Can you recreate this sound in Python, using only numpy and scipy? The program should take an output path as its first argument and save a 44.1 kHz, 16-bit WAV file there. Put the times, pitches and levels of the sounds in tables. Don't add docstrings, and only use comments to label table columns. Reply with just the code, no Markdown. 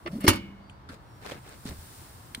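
import sys
import numpy as np
from scipy import signal
from scipy.io import wavfile

SR = 44100
rng = np.random.default_rng(int(sys.argv[2]) if len(sys.argv) > 2 else 0)


def generate_wav(sig):
    pcm = np.round(np.clip(np.atleast_2d(sig).T, -1, 1) * 32767).astype(np.int16)
    wavfile.write(sys.argv[1], SR, pcm)


N = 105840
T = np.arange(N) / SR
BANG_S = 0.2795

# start in seconds, level in dB.
LANDINGS = [(0.2794, -15), (0.2814, -14), (0.2843, -19.5), (0.2868, -17), (0.3013, -31), (0.333, -36),
            (0.3575, -44)]
# frequency in Hz, relative level in dB.
STEEL_COLOUR = [(70, -26.5), (160, -14), (330, 5), (450, -20.5), (780, -6.5), (1000, -1), (1300, -0.5),
                (1700, -5.5), (2700, -3), (3500, -8.5), (5500, -8), (7400, -16.5), (9500, -5), (11500, -4),
                (13500, -11.5), (16000, -27.5)]
# frequency in Hz, ring time in seconds.
# A ring time (t60) is how long a sound takes to fade by 60 dB.
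CLANG_RING_TIMES = [(200, 0.23), (1000, 0.061), (2500, 0.064), (5000, 0.076), (12000, 0.063)]
TAIL_RING_TIMES = [(200, 0.54), (800, 0.27), (2500, 0.49), (5000, 0.3), (12000, 0.15)]


def lid_clang(chatter_cut_hz=1800, tail_db=-24):
    landing = clicks(*np.transpose(LANDINGS))
    chatter = run_of_clicks(start=.297, length=.075, per_s=200, db=-28, fade_db_per_s=120.5)
    force = lambda hz: landing + chatter / np.hypot(1, hz / chatter_cut_hz)
    clang = noise(STEEL_COLOUR, CLANG_RING_TIMES, force)
    tail = noise(STEEL_COLOUR, TAIL_RING_TIMES, force)
    return clang + from_db(tail_db) * tail


def lid_crack():
    return struck(LANDINGS[0][0], db=-8.5, hz=1890, t60=.007)


# pitch in Hz, level in dB, ring time in seconds.
LID_TONES = [(556, -36.5, 0.33), (602, -29.5, 0.21), (879, -34.5, 0.18), (922, -28.5, .16),
             (1161, -32, .13), (1214, -33, 0.12), (1520, -37, 0.27), (1832, -34, 0.228),
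             (2182, -40.5, 0.65), (2257, -26.5, 0.212), (2336, -40.5, 0.43), (2528, -39, 0.14),
             (2780, -23.5, 0.15), (2860, -29, 0.13), (2940, -41, .55), (2990, -33, 0.22), (3000, -39, .25),
             (4436, -30.5, 0.21), (4770, -39, 0.2), (4930, -45.5, .3), (5820, -36, .15), (6920, -29.5, .14),
             (9400, -36, 0.13), (12750, -37.5, .1)]


def lid_ring(waver=.25):
    out = 0
    for hz, db, t60 in LID_TONES:
        phase = 2 * np.pi * (hz * (T - BANG_S) + rng.random())
        slow = filtered(rng.standard_normal(N), 25, "low")
        level = from_db(db) * dying(t60, BANG_S) * (1 + waver * slow / slow.std())
        out = out + level * spread(np.sin(phase), np.cos(phase), hz, at_hz(LID_BALANCE, hz))
    return out


# pitch in Hz, level in dB, ring time in seconds.
BOX_TONES = [(64, -30.5, 0.37), (95.6, -10, .115), (108.7, -39.5, .7), (178.5, -38, 0.7), (247.6, -17, .14),
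             (297.5, -15.5, 0.05), (334, -30, 0.48), (363.3, -10, 0.088)]
# frequency in Hz, relative level in dB.
PANEL_COLOUR = [(50, -15.5), (100, -10.5), (190, -2), (340, -10), (480, -34), (1000, -48.5)]


def box_boom(attack_s=.004, beat_hz=1.28, rumble_db=-34.5):
    t = T - BANG_S
    out = from_db(rumble_db) * dying(0.76, BANG_S) * noise(PANEL_COLOUR)
    for hz, db, t60 in BOX_TONES:
        phase = 2 * np.pi * hz * t
        out = out + from_db(db) * dying(t60, BANG_S) * spread(np.sin(phase), np.cos(phase), hz)
    hum = np.sin(np.pi * beat_hz * t) * struck(BANG_S, db=-26.5, hz=196.7, t60=0.85)
    return np.clip(t / attack_s, 0, 1) * (out + hum)


# start in seconds, length in seconds, first pitch in Hz,
# last pitch in Hz, level in dB, the panel's level in dB compared with the groan.
HINGE_GROANS = [(0.052, 0.039, 312, 377, -32.5, -14), (.085, 0.047, 175, 142, -39, -15.5),
                (0.12, 0.043, 175, 202, -32, -18), (0.138, 0.054, 230, 222, -29, -30),
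                (.170, 0.034, 287, 282, -33, -29), (0.194, 0.1, 196.7, 192, -33.5, -19.5),
                (.240, .021, 230, 363.4, -19, -16.5), (.259, 0.017, 304, 327, -21, -19)]


def hinge(pitch_wobble=0.063, roughness=0.38, panel_hz=598):
    wobble, grain = filtered(rng.standard_normal((2, N)), 110, "low")
    panel = filtered(rng.standard_normal(N), [panel_hz * .9, panel_hz * 1.1], "band")
    out = 0
    for start, length, first_hz, last_hz, db, panel_db in HINGE_GROANS:
        along = np.clip((T - start) / length, 0, 1)
        hz = (first_hz + (last_hz - first_hz) * along) * (1 + pitch_wobble * wobble / wobble.std())
        phase = 2 * np.pi * np.cumsum(hz * (T >= start)) / SR
        tone = np.sin(phase) * (1 + roughness * grain / grain.std())
        swell = from_db(db) * np.sin(np.pi * along)
        out = out + swell * (tone + from_db(panel_db) * panel / panel.std())
    return out


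# start in seconds, length in seconds,
# strength of the slips in dB, frequency in Hz above which they are dulled.
EDGE_SCRAPES = [(0.059, .016, -38, 2900), (0.113, .07, -62, 12600), (0.204, .036, -49.5, 3500),
                (0.241, .010, -36, 2500), (0.238, .02, -48.5, 14100), (0.264, .008, -31, 6000),
                (0.274, .006, -23, 6800)]


def edge_scrapes(slips_per_s=700):
    force = 0
    for start, length, db, cut_hz in EDGE_SCRAPES:
        slips = run_of_clicks(start, length, slips_per_s, db)
        force = force + filtered(slips, cut_hz, "low", order=3)
    muffled_ring = noise(STEEL_COLOUR) * dying(t60=0.047)
    return signal.fftconvolve(muffled_ring, force[None], axes=1)[:, :N]


# start in seconds, length in seconds, then low, middle and high level in dB.
HAND_SCUFFS = [(0.889, 0.019, -48.5, -56.5, -62), (0.916, 0.028, -54.5, -60, -62.5),
               (1.211, .04, -71, -52.5, -59.5), (1.244, 0.059, -53.5, -47, -54),
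               (1.309, 0.019, -58, -47, -53.5), (1.342, 0.039, -50, -56, -68),
               (1.426, 0.12, -68, -54.5, -60.5), (1.65, 0.041, -41, -50.5, -48),
               (1.703, 0.016, -44.5, -55.5, -80)]
# frequency in Hz, relative level in dB.
LOW_COLOUR = [(40, -43), (90, 0.5), (280, -7.5), (600, -28), (2000, -54)]
MIDDLE_COLOUR = [(150, -4), (350, 3), (600, 3), (900, -4.5), (1600, -2), (2800, -8), (6000, -58)]
HIGH_COLOUR = [(1000, -2), (2500, -4.5), (4200, 3), (7000, -7), (9000, -2), (15000, -11)]


def scuffs(grit_db=3, rise_share=0.32, release_s=0.02):
    flicker = filtered(rng.standard_normal(N), 305, "low")
    grit = from_db(grit_db * flicker / flicker.std())
    parts = [noise(LOW_COLOUR), noise(MIDDLE_COLOUR) * grit, noise(HIGH_COLOUR) * grit]
    out = 0
    for start, length, *levels_db in HAND_SCUFFS:
        rise = np.clip((T - start) / (rise_share * length), 0, 1)
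        fall = np.exp(-np.maximum(T - start - length, 0) / release_s)
        out = out + rise * fall * sum(from_db(db) * part for db, part in zip(levels_db, parts))
    return out


# start in seconds, level in dB, pitch in Hz, ring time in seconds.
SOFT_KNOCKS = [(.062, -35, 607, 0.09), (0.896, -39.5, 275, 0.086), (.933, -42, 564, 0.035),
               (1.320, -26.5, 560, 0.016), (1.655, -23.5, 225, 0.029), (1.697, -34, 72.4, 0.26),
               (1.788, -35.5, 76.8, 0.2), (2.378, -35, 236, 0.061)]


def knocks():
    return sum(struck(*knock) for knock in SOFT_KNOCKS)


# start in seconds, level in dB, centre pitch in Hz, ring time in seconds.
HARD_TICKS = [(0.075, -48, 9500, 0.023), (.165, -54, 13000, .02), (0.207, -41, 10670, 0.075),
              (0.359, -40, 10900, 0.022), (0.6971, -44, 2540, 0.018), (0.696, -61.5, 8620, 0.09),
              (0.89, -51, 4000, 0.069), (0.889, -48, 1420, 0.2), (.889, -58.5, 9700, 0.15),
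              (1.252, -44.5, 1067, 0.031), (1.317, -36, 1800, 0.029), (1.317, -40, 2840, 0.022),
              (1.491, -45, 8800, 0.015), (1.652, -44.5, 9000, 0.025), (1.696, -40.5, 11000, .018),
              (2.3475, -32, 1920, 0.018), (2.348, -34, 3680, 0.026), (2.3489, -30.5, 9500, 0.01)]


def ticks(band_ratio=1.2, tail_db=-34.5, tail_t60=0.36):
    out = 0
    for start, db, hz, t60 in HARD_TICKS:
        mid, side = filtered(rng.standard_normal((2, N)), [hz / band_ratio, hz * band_ratio], "band")
        shape = dying(t60, start) + from_db(tail_db) * dying(tail_t60, start)
        out = out + from_db(db) * shape * spread(mid, side, hz) / mid.std()
    return out


# time in seconds, level in dB.
SLEEVE_LEVELS = [(0, -67.5), (.3, -56.5), (.5, -77.5), (.86, -80.5), (1.15, -66.5), (1.45, -60), (1.8, -52),
                 (2.0, -51.5), (2.2, -56.5), (2.4, -57.5)]
# frequency in Hz, relative level in dB.
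SLEEVE_COLOUR = [(500, -3), (1500, 3), (3000, -1), (4700, 2), (7200, -3.5), (9000, 10), (11500, 2.5),
                 (14000, 1), (16000, 3.5)]


def sleeve():
    return from_db(np.interp(T, *np.transpose(SLEEVE_LEVELS))) * noise(SLEEVE_COLOUR)


# start in seconds, length in seconds, pitch in Hz, level in dB.
FAR_WHISTLES = [(.58, 0.22, 4590, -68.5), (1.038, 0.21, 5570, -70)]


def whistles(waver_hz=55):
    slow = filtered(rng.standard_normal(N), 66, "low")
    out = 0
    for start, length, hz, db in FAR_WHISTLES:
        tone = np.sin(2 * np.pi * np.cumsum(hz + waver_hz * slow / slow.std()) / SR)
        swell = np.sin(np.pi * np.clip((T - start) / length, 0, 1))
        out = out + from_db(db) * swell * tone
    return out


# frequency in Hz, relative level in dB.
OUTDOOR_COLOUR = [(25, -13.5), (45, 2.5), (70, 5.5), (115, 7), (170, -2.5), (300, -5.5), (500, -11.5),
                  (1000, -11), (1700, -17), (2500, -26), (4400, -29.5), (7400, -44.5), (9000, -43.5),
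                  (15000, -47)]


def outdoors(db=-51):
    return from_db(db) * noise(OUTDOOR_COLOUR)


# frequency in Hz, how much louder left is than right in dB.
LID_BALANCE = [(500, -2), (1000, 0), (1900, 2.5), (3800, -5.5), (7500, -2), (15000, 1)]


def noise(colour, ring_times=None, force=None):
    edges = 22 * 2 ** (np.arange(30) / 3)
    white = rng.standard_normal((2, 2, N))
    out = power = 0
    for k, (low, high) in enumerate(zip(edges, edges[1:])):
        hz = np.sqrt(low * high)
        gain = from_db(at_hz(colour, hz))
        mid, side = gain * filtered(white[k % 2], [low, high], "band")
        power += gain ** 2 * (high - low) / (SR / 2)
        if force is None:
            out = out + spread(mid, side, hz)
        else:
            kept_per_sample = np.exp(-2 * np.log(1000) / (at_hz(ring_times, hz) * SR))
            energy = signal.lfilter([1], [1, -kept_per_sample], force(hz) ** 2 + 1e-24)
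            out = out + spread(mid, side, hz, at_hz(LID_BALANCE, hz)) * np.sqrt(energy)
    return out / np.sqrt(power)


# frequency in Hz, level of side compared with mid in dB.
STEREO_WIDTH = [(25, -6.5), (60, -11.5), (120, -9), (240, -13), (480, -4.5), (950, 2.5), (1900, -2.5),
                (3800, 1.5), (8000, 1), (15000, -3.5)]


def spread(mid, side, hz, pan_db=0):
    sign = np.array([[1], [-1]])
    return (mid + sign * side * from_db(at_hz(STEREO_WIDTH, hz))) * from_db(sign * pan_db / 2)


def clicks(times, db):
    out = np.zeros(N)
    np.add.at(out, (np.asarray(times) * SR).astype(int), from_db(db) * rng.choice([-1, 1], len(times)))
    return out


def run_of_clicks(start, length, per_s, db, fade_db_per_s=0, uneven_db=3):
    jitter, size = rng.random(80), rng.standard_normal(80)
    t = (np.arange(len(jitter)) + jitter) / per_s
    keep = t < length
    return clicks(start + t[keep], (db - fade_db_per_s * t + uneven_db * size)[keep])


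def struck(start, db, hz, t60):
    return from_db(db) * np.sin(2 * np.pi * hz * (T - start)) * dying(t60, start)


def dying(t60, start=0):
    return (T >= start) * np.exp(-np.log(1000) * np.maximum(T - start, 0) / t60)


def filtered(x, hz, kind, order=2):
    sections = signal.butter(order, np.clip(hz, 10, .48 * SR), kind, fs=SR, output="sos")
    return signal.sosfilt(sections, x + 1e-18)


def at_hz(table, hz):
    frequencies, values = np.transpose(table)
    return np.interp(np.log(hz), np.log(frequencies), values)


def from_db(db):
    return 10 ** (np.asarray(db) / 20)


def scene():
    closing = edge_scrapes() + hinge()
    bang = lid_crack() + lid_clang() + lid_ring() + box_boom()
    return closing + bang + scuffs() + knocks() + ticks() + whistles() + outdoors() + sleeve()


def record(dry, dip_hz=11380, cutoff_hz=16500):
    dipped = signal.lfilter(*signal.iirnotch(dip_hz, Q=3.7, fs=SR), dry)
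    rounded = np.tanh(dipped)
    return signal.sosfilt(signal.cheby2(14, 70, cutoff_hz, fs=SR, output="sos"), rounded)


dry = scene()
out = record(dry)
generate_wav(out)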